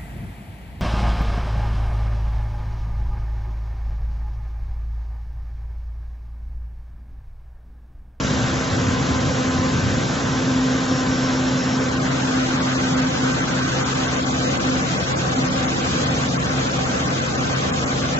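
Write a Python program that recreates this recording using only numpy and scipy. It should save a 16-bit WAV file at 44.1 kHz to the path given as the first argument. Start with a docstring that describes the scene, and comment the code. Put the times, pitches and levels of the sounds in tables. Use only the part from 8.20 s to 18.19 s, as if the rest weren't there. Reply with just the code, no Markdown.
"""A mist cannon runs in a workshop doorway and blows spray down a wet factory street.
Its fan hums as a blade tone with overtones over a rumble; shaped noise makes the air rush and nozzle hiss.
Steady tones make the drive's drone and a thin whine that comes and goes; low noise makes a gusty breeze.
Near four seconds the microphone turns toward the machine: the sound widens and the treble starts to
flicker, because the recorder's noise suppressor ducks weak patches."""
import sys
import numpy as np
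from scipy import signal
from scipy.fft import irfft
from scipy.io import wavfile
from scipy.ndimage import uniform_filter1d

SR = 44100
rng = np.random.default_rng(int(sys.argv[2]) if len(sys.argv) > 2 else 0)


def to_wav(s):
    """Save 16-bit WAV."""
    ch = np.atleast_2d(s).T  # columns
    pcm = np.round(np.clip(ch, -1, 1) * 32767)  # PCM
    wavfile.write(sys.argv[1], SR, pcm.astype(np.int16))


N = 440559
T = np.arange(N) / SR  # time of each sample [s]
BINS = np.maximum(np.arange(N // 2 + 1) * SR / N, 1)  # frequencies of the whole-length spectrum [Hz]
SIDES = np.array([[1], [-1]])  # left, right

# Blade tone, which swells and fades on its way through moving air: (time [s], level [dB])
BLADE_LEVEL = [(0, -26.5), (.65, -28), (1.1, -28), (1.5, -23.5), (1.7, -35.5), (1.87, -31.5), (2.05, -30),
               (2.4, -18.5), (2.58, -24), (3.25, -22.5), (3.95, -27), (4.22, -23.5), (4.6, -26),
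               (4.87, -22), (4.95, -40), (5.03, -22.5), (5.3, -32.5), (5.4, -27), (5.62, -34.5),
               (5.72, -29), (6.26, -26.5), (6.35, -37.5), (6.5, -23.5), (7.02, -46.5), (7.17, -25.5),
               (7.46, -25.5), (7.56, -33.5), (7.9, -30), (9.15, -37.5), (9.74, -33.5), (10, -27.5)]
# Other overtones of the blade rate: (multiple [count], level turned away [dB], gain from the front [dB],
# left lead turned away [rad], left lead from the front [rad], left minus right [dB])
BLADE_OVERTONES = [(2, -38, 3, 2.13, 2.5, -0.5), (3, -43, 2, 0.75, -1.5, -5), (4, -39.5, -2, 1.4, 3.5, 1.5),
                   (8, -51.5, 1, 2.7, 5.5, -2)]
# Fainter steady tones of the machinery: (frequency [Hz], level [dB])
MACHINE_TONES = [(230.1, -46.5), (263.7, -48.5), (592.2, -45.5), (5952.6, -64), (6209.6, -68.5),
                 (6725.1, -53.5)]
# Colours of the casing's rumble, the air rush and the nozzles' hiss: (frequency [Hz], relative level [dB])
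RUMBLE_COLOUR = [(20, -24), (45, -17.5), (75, -3), (110, -6), (126, -3.5), (150, 0.5), (195, 0),
                 (212, -3.5), (235, 0), (252, -1.5), (275, 1.3), (305, -8), (335, -3), (380, -18.5),
                 (600, -28)]
RUSH_COLOUR = [(250, -19), (380, -1.5), (450, 0.5), (520, 3.5), (570, -2.5), (720, -4.5), (920, -5),
               (1100, -3), (1550, -5.5), (1950, -7), (2250, -12), (3300, -41)]
HISS_COLOUR = [(1700, -10), (2500, 0.5), (3100, 0.5), (4050, -0.5), (4450, -3.5), (5200, -2), (6300, -1.5),
               (7500, -5.5)]
# Brief surges of the spray: (time [s], half width [s], rise [dB])
SPRAY_SURGES = [(0.1, 0.26, 1), (5.659, 0.31, 1), (6.503, 0.27, 1), (7.76, 0.23, 1.5), (8.061, 0.22, 0.3),
                (8.79, 0.098, 0.3)]
# Brief dips of the hiss: (time [s], half width [s])
HISS_DIPS = [(4.39, 0.0097), (4.757, .018), (4.855, 0.0089), (5.229, 0.017), (5.387, 0.017), (5.479, 0.011),
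             (5.644, 0.014), (6.389, 0.013), (6.634, 0.0067), (7.153, 0.0077), (7.474, 0.0077),
             (7.888, 0.019), (8.182, 0.015), (8.904, 0.017), (9.166, 0.018), (9.31, 0.014), (9.52, .014),
             (9.66, 0.014)]
# Bursts of the thin whine: (start [s], end [s], level turned away [dB])
WHINE_BURSTS = [(2.1, 2.15, -43), (2.33, 2.42, -48), (2.54, 2.64, -45), (2.68, 2.82, -40.5),
                (2.91, 2.97, -38), (2.97, 3.21, -40.5), (3.27, 3.31, -41), (3.38, 3.56, -39.5),
                (3.56, 3.68, -47), (4.8, 5.0, -51), (6.35, 6.68, -50), (6.68, 6.85, -45.5), (7.2, 7.5, -49)]
# Gusts of the breeze: (time [s], half width [s], rise [dB])
BREEZE_GUSTS = [(.04, 0.022, 4.5), (.22, 0.027, 5.5), (.54, .025, 3.5), (.69, .04, 4), (0.919, 0.033, 10.5),
                (1.081, 0.039, 7), (1.4, .1, 1), (1.56, 0.019, 5.5), (1.67, .045, 9.5), (1.771, 0.069, 4)]
# How far the microphone faces the machine: (time [s], share [0-1])
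MIC_TURN = [(3.55, 0), (4.2, 1)]
# The two microphone ports, turned away from, nearly toward and squarely toward the machine:
# (frequency [Hz], likeness of the ports [0-1], left lead [rad], left minus right [dB])
VIEW_AWAY = [(50, .8, 0, 0), (130, .91, 0, .4), (280, .94, 0, -.6), (430, .7, .3, 1.4), (590, .78, 0, 1),
             (750, .5, -.2, -.4), (920, .65, .2, .5), (1200, .47, .9, 2.6), (1550, .6, .7, 1.8),
             (2000, .49, 2, -2.2), (2650, .55, .7, 2.2), (3100, .88, 0, .3), (3800, .94, 0, 0),
             (4400, .64, .1, 0), (5400, .8, 0, 0)]
VIEW_ANGLED = [(280, .85, 0, -.6), (450, .3, .6, 2), (600, .42, -.3, 1.8), (720, .12, -.5, .4),
               (930, .2, 1.5, 1.2), (1100, .4, 2.2, 2), (1280, .15, 1.6, 4.4), (1430, .5, .2, 3),
               (1600, .45, .7, 2.6), (1800, .6, 2.7, 0), (2000, .3, 2.4, 0), (2500, .5, 2.7, -1)]
VIEW_FACING = [(50, .7, 0, 0), (140, .85, -.2, .5), (280, .82, 0, -.6), (450, .45, .3, 2),
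               (570, .38, 0, 1.8), (720, .1, .5, .4), (830, .35, 3, .8), (900, .75, 3.1, .6),
               (970, .77, 3.1, .8), (1130, .34, 2.2, 3), (1250, .38, 2.5, 4.4), (1550, .38, 2, 2.6),
               (1780, .5, 2.7, 1), (2000, .55, 3, 0), (2370, .2, 2.5, -.5), (2600, .45, 2.3, -1.1),
               (2850, .45, 3.1, -1), (3150, .2, 1.8, 0), (3500, .14, 1.9, 0), (4500, .27, 4.4, 1.1),
               (5400, .2, 3.8, 1.5), (6500, .37, 6, .2), (7200, .28, 5.1, .3)]
# Change of noise colour when nearly and when squarely facing the machine: (frequency [Hz], lift [dB])
ANGLED_LIFT = [(150, 1), (250, 0), (350, 2), (500, -0.5), (720, 2.5), (1200, 4.5), (2000, 3)]
FACING_LIFT = [(80, 0.5), (180, -0.5), (270, -2), (360, 0.5), (530, 1.9), (720, 4.5), (930, 5.5),
               (1200, 3.5), (2000, 3), (3700, 1), (4450, 2), (5300, 0), (7000, 1)]
# Deepest narrow cut of the noise suppressor, at its full bite: (frequency [Hz], cut [dB])
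SUPPRESSOR_CUT = [(450, 0), (750, 9), (870, 58), (980, 58), (1100, 17), (1500, 22), (2050, 56), (3000, 36),
                  (4200, 25), (7000, 15)]

BLADE_HZ, DRIVE_HZ, WHINE_HZ = 257.5, 131.8, 5437

# One overtone stands out as a clear note and swells once.
NOTE_MULTIPLE = 6
NOTE_DB, NOTE_SWELL_DB, NOTE_SWELL_S, NOTE_WIDTH_S = -40, 3.5, 5.1, 1
# A second, small turn settles the microphone: the note shifts left and the rush turns hollow.
SETTLE_S, SETTLE_LENGTH_S = 5.8, 0.27
NOTE_LEAD_RAD, NOTE_PAN_DB = 0.93, -2  # before that turn
NOTE_SHIFT_RAD, NOTE_SHIFT_DB = 0.57, 8

# Jet: levels turned away, gains from the front, and the spread and speed of quick wavering.
RUSH_DB, RUSH_FRONT_DB = -27, 1.43
HISS_DB, HISS_FRONT_DB = -31.5, 2.16
FLUTTER_DB, FLUTTER_PER_S = 0.36, 27
SPUTTER_DB, SPUTTER_PER_S = 0.21, 16.3  # of the hiss, heard from the front
DIP_DB = -1
SAG_S, SAG_WIDTH_S, SAG_DB = 3.75, 0.29, -1  # the hiss also sags a little early in the turn

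# Whine: the faint level between bursts, and a slight drop from the front.
WHINE_DB, WHINE_FRONT_DB = -57, -0.5
WHINE_LEAD_RAD, WHINE_PAN_DB = 0.56, 6.5  # toward the left, heard from the front
WHINE_EDGE_S = 0.015  # how long a burst takes to cut in or out

BREEZE_DB, BREEZE_DROPS_S, BREEZE_FALL_DB_PER_S, LULL_DB = -29.5, 1.7, 14, -43.5

TOP_HZ = 7640  # the recorder keeps nothing much above this


def fan(facing, settled):
    """Turning blades beat the air into a tone with overtones, one a clear note, and the casing rumbles."""
    lead, pan_db = place(BLADE_HZ, facing)
    hum = undb(curve(BLADE_LEVEL)[0]) * tone(BLADE_HZ, lead, pan_db, scatter=0.026, rate=2.3)

    overtones = 0
    for multiple, db, front_db, lead_away, lead_front, pan_db in BLADE_OVERTONES:
        lead = lead_away + facing * (lead_front - lead_away)
        overtone = tone(round(multiple) * BLADE_HZ, lead, pan_db, scatter=0.57, rate=7)
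        overtones = overtones + undb(db + front_db * facing) * overtone

    note_db = NOTE_DB + NOTE_SWELL_DB * swell(NOTE_SWELL_S, NOTE_WIDTH_S)
    note_lead = NOTE_LEAD_RAD + NOTE_SHIFT_RAD * settled
    note_pan_db = NOTE_PAN_DB + NOTE_SHIFT_DB * settled
    note = undb(note_db) * tone(NOTE_MULTIPLE * BLADE_HZ, note_lead, note_pan_db, scatter=0.21, rate=26)

    rumble = undb(-26.0 + .5 * walk(1.2)) * air(RUMBLE_COLOUR, turning(facing, settled))
    return hum + overtones + note + rumble


def jet(facing, settled):
    """Air rushes from the barrel and carries the hiss of water atomised by the nozzles."""
    rush_db = RUSH_DB + RUSH_FRONT_DB * facing + FLUTTER_DB * walk(FLUTTER_PER_S)
    rush = undb(rush_db) * air(RUSH_COLOUR, turning(facing, settled))

    surge_db = sum(db * swell(s, width) for s, width, db in SPRAY_SURGES)
    dip_db = DIP_DB * sum(swell(s, width) for s, width in HISS_DIPS)
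    sag_db = SAG_DB * swell(SAG_S, SAG_WIDTH_S)
    front_db = HISS_FRONT_DB + SPUTTER_DB * walk(SPUTTER_PER_S)
    hiss_db = HISS_DB + front_db * facing + surge_db + dip_db + sag_db
    hiss = undb(hiss_db) * air(HISS_COLOUR, [(VIEW_FACING, FACING_LIFT, facing)])
    return rush + hiss


def drive(facing):
    """The drive's even drone, the high whine that cuts in and out, and fainter machinery tones."""
    drone = undb(-30.5) * tone(DRIVE_HZ, *place(DRIVE_HZ, facing), scatter=0.055, rate=6.9)

    bursts = 0
    for start, end, db in WHINE_BURSTS:
        inside_s = np.minimum(T - start, end - T)  # time to the nearer edge, negative outside
        bursts = bursts + undb(db) * np.clip(inside_s / WHINE_EDGE_S + .5, 0, 1)
    strength = np.maximum(bursts, undb(WHINE_DB)) * undb(WHINE_FRONT_DB * facing)
    whine = strength * tone(WHINE_HZ, WHINE_LEAD_RAD * facing, WHINE_PAN_DB * facing, scatter=0.29, rate=25)

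    singing = sum(undb(db) * tone(hz, *place(hz, facing), scatter=0.78, rate=1.6) for hz, db in MACHINE_TONES)
    return drone + whine + singing


def breeze():
    """Eddies at the microphone make a low, uneven buffeting that gusts and then drops to a lull."""
    eddies = ports(colour([(35, -23.5), (70, -3.5), (120, 0.5), (180, -4.5), (280, -20.0)]), VIEW_AWAY)
    falling_s = np.maximum(T - BREEZE_DROPS_S, 0)
    wind_db = np.maximum(BREEZE_DB - BREEZE_FALL_DB_PER_S * falling_s, LULL_DB)
    gust_db = sum(db * swell(s, width) for s, width, db in BREEZE_GUSTS)
    return undb(wind_db + gust_db + 1.2 * walk(6.7)) * eddies


def tone(hz, lead, pan_db, scatter, rate):
    """A steady tone of rms 1 plus its wall reflections, which fade at random in the moving air."""
    shared = walk(rate) + 1j * walk(rate)
    apart = walk(rate) + 1j * walk(rate)
    direct = undb(SIDES * pan_db / 2) * np.exp(.5j * SIDES * lead)
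    # the shorter the wave, the more the reflections differ between the ports
    paths = direct * (1 + scatter * shared) + .5 * scatter * min(hz / 800, 1) * SIDES * apart
    y = np.real(paths * np.exp(2j * np.pi * hz * T))
    return y / y.std()


def air(spectrum, fronts):
    """Turbulent noise that crosses from the side view to front views, each with its lift and share."""
    gain = colour(spectrum)
    away = np.maximum(1 - sum(share for _, _, share in fronts), 0)
    sound = np.sqrt(away) * ports(gain, VIEW_AWAY)
    for view, lift, share in fronts:
        lifted = gain * undb(across(lift, BINS)[0])
        sound = sound + np.sqrt(share) * ports(lifted, view)
    return sound


def ports(gain, view):
    """Noise of rms 1 at two ports: partly shared, shifted in phase and shaded by the housing."""
    likeness, lead, pan_db = across(view, BINS)
    likeness = np.clip(likeness, 0, 1)
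    mid, side = rng.standard_normal((2, len(BINS))) + 1j * rng.standard_normal((2, len(BINS)))
    pair = np.sqrt(1 + likeness) * mid + SIDES * np.sqrt(1 - likeness) * side
    y = irfft(pair * gain * undb(SIDES * pan_db / 2) * np.exp(.5j * SIDES * lead), N)
    return y / y.std()


def place(hz, facing):
    """Left lead [rad] and left minus right [dB] of a tone as the microphone turns."""
    _, lead_away, pan_away = across(VIEW_AWAY, hz)
    _, lead_front, pan_front = across(VIEW_FACING, hz)
    return lead_away + facing * (lead_front - lead_away), pan_away + facing * (pan_front - pan_away)


def turning(facing, settled):
    """The two front views: nearly toward the machine at first, then squarely toward it."""
    return [(VIEW_ANGLED, ANGLED_LIFT, facing * (1 - settled)), (VIEW_FACING, FACING_LIFT, facing * settled)]


def settling(s):
    """How far the second, small turn has gone at time s, from 0 to 1."""
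    return np.clip((s - SETTLE_S) / SETTLE_LENGTH_S, 0, 1)


def colour(spectrum):
    """Gain per frequency bin; it falls steeply beyond both ends of the spectrum."""
    ends = np.minimum(BINS / spectrum[0][0], 1) * np.minimum(spectrum[-1][0] / BINS, 1)
    return undb(across(spectrum, BINS)[0]) * ends ** 4


def walk(rate):
    """Smooth chance with spread 1 that moves up to about rate times a second."""
    slow = BINS[BINS < 80]
    real, imag = rng.standard_normal((2, len(slow)))
    y = irfft((real + 1j * imag) / (1 + (slow / rate) ** 4), N)
    return y / y.std()


def swell(centre, width):
    """A bell-shaped rise and fall of height 1, down to about a third one width from its centre."""
    return np.exp(-((T - centre) / width) ** 2)


def curve(rows):
    """The columns of a time table, joined by straight lines."""
    s, *columns = np.transpose(rows)
    return [np.interp(T, s, c) for c in columns]


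def across(rows, hz):
    """The columns of a frequency table, read at hz on a log axis."""
    points, *columns = np.transpose(rows)
    return [np.interp(np.log(hz), np.log(points), c) for c in columns]


def undb(db):
    """Decibels to gain."""
    return 10 ** (np.asarray(db) / 20)


def shortfall(power, threshold, size):
    """How far each band sinks under its average over the half second around, in spreads past a threshold."""
    patch = np.log(np.maximum(uniform_filter1d(power, size, axis=-1), 1e-16))  # smoothed over size frames
    below = uniform_filter1d(patch, size=90, axis=-1) - patch
    return np.maximum(below / (below.std(axis=-1, keepdims=True) + 1e-9) - threshold, 0)


def suppress(x, away_share, side_share, broad_db, threshold):
    """A noise suppressor ducks weak bands, so the spray turns watery; it bites harder toward the machine."""
    # work on the ports' sum and difference
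    hz, s, z = signal.stft(x[0] + SIDES * x[1], SR, nperseg=1024, noverlap=768, boundary="even")
    facing = np.interp(s, T, curve(MIC_TURN)[0])
    bite = away_share + (1 - away_share) * facing * (3 + settling(s)) / 4
    power = np.abs(z) ** 2

    # bands are about 100 Hz wide in the middle range and widen toward the treble
    band_number = np.floor(28 * np.log1p(hz / 2000))
    _, edges, band = np.unique(band_number, return_index=True, return_inverse=True)

    # narrow gaps open mostly in the sum
    band_power = np.add.reduceat(power, edges, axis=1)
    narrow = np.tanh(shortfall(band_power, threshold, size=7))[:, band]
    sum_and_difference = np.array([1, side_share])[:, None, None]
    narrow_db = across(SUPPRESSOR_CUT, hz + 1)[0][:, None] * bite * narrow * sum_and_difference

    # brief broad gaps take the treble of both
    broad_power = uniform_filter1d(power.mean(axis=0), size=56, axis=0)
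    wide = shortfall(broad_power, threshold, size=1)
    wide_db = broad_db * bite * wide * np.minimum(hz / 3000, 1)[:, None] ** 2

    ducked = z * undb(-narrow_db - wide_db)
    mid, side = signal.istft(ducked, SR, nperseg=1024, noverlap=768)[1][:, :N]
    return (mid + SIDES * side) / 2


def scene():
    """Machine, jet and breeze at the turning microphone."""
    facing = np.clip(curve(MIC_TURN)[0], 0, 1)
    settled = settling(T)
    return fan(facing, settled) + jet(facing, settled) + drive(facing) + breeze()


def record(dry):
    """The recorder suppresses noise and cuts the top steeply."""
    thinned = suppress(dry, away_share=0.15, side_share=.28, broad_db=10, threshold=.62)
    top_cut = signal.ellip(14, .1, 90, TOP_HZ, fs=SR, output="sos")
    return signal.sosfilt(top_cut, thinned)


dry = scene()
out = record(dry)
to_wav(out)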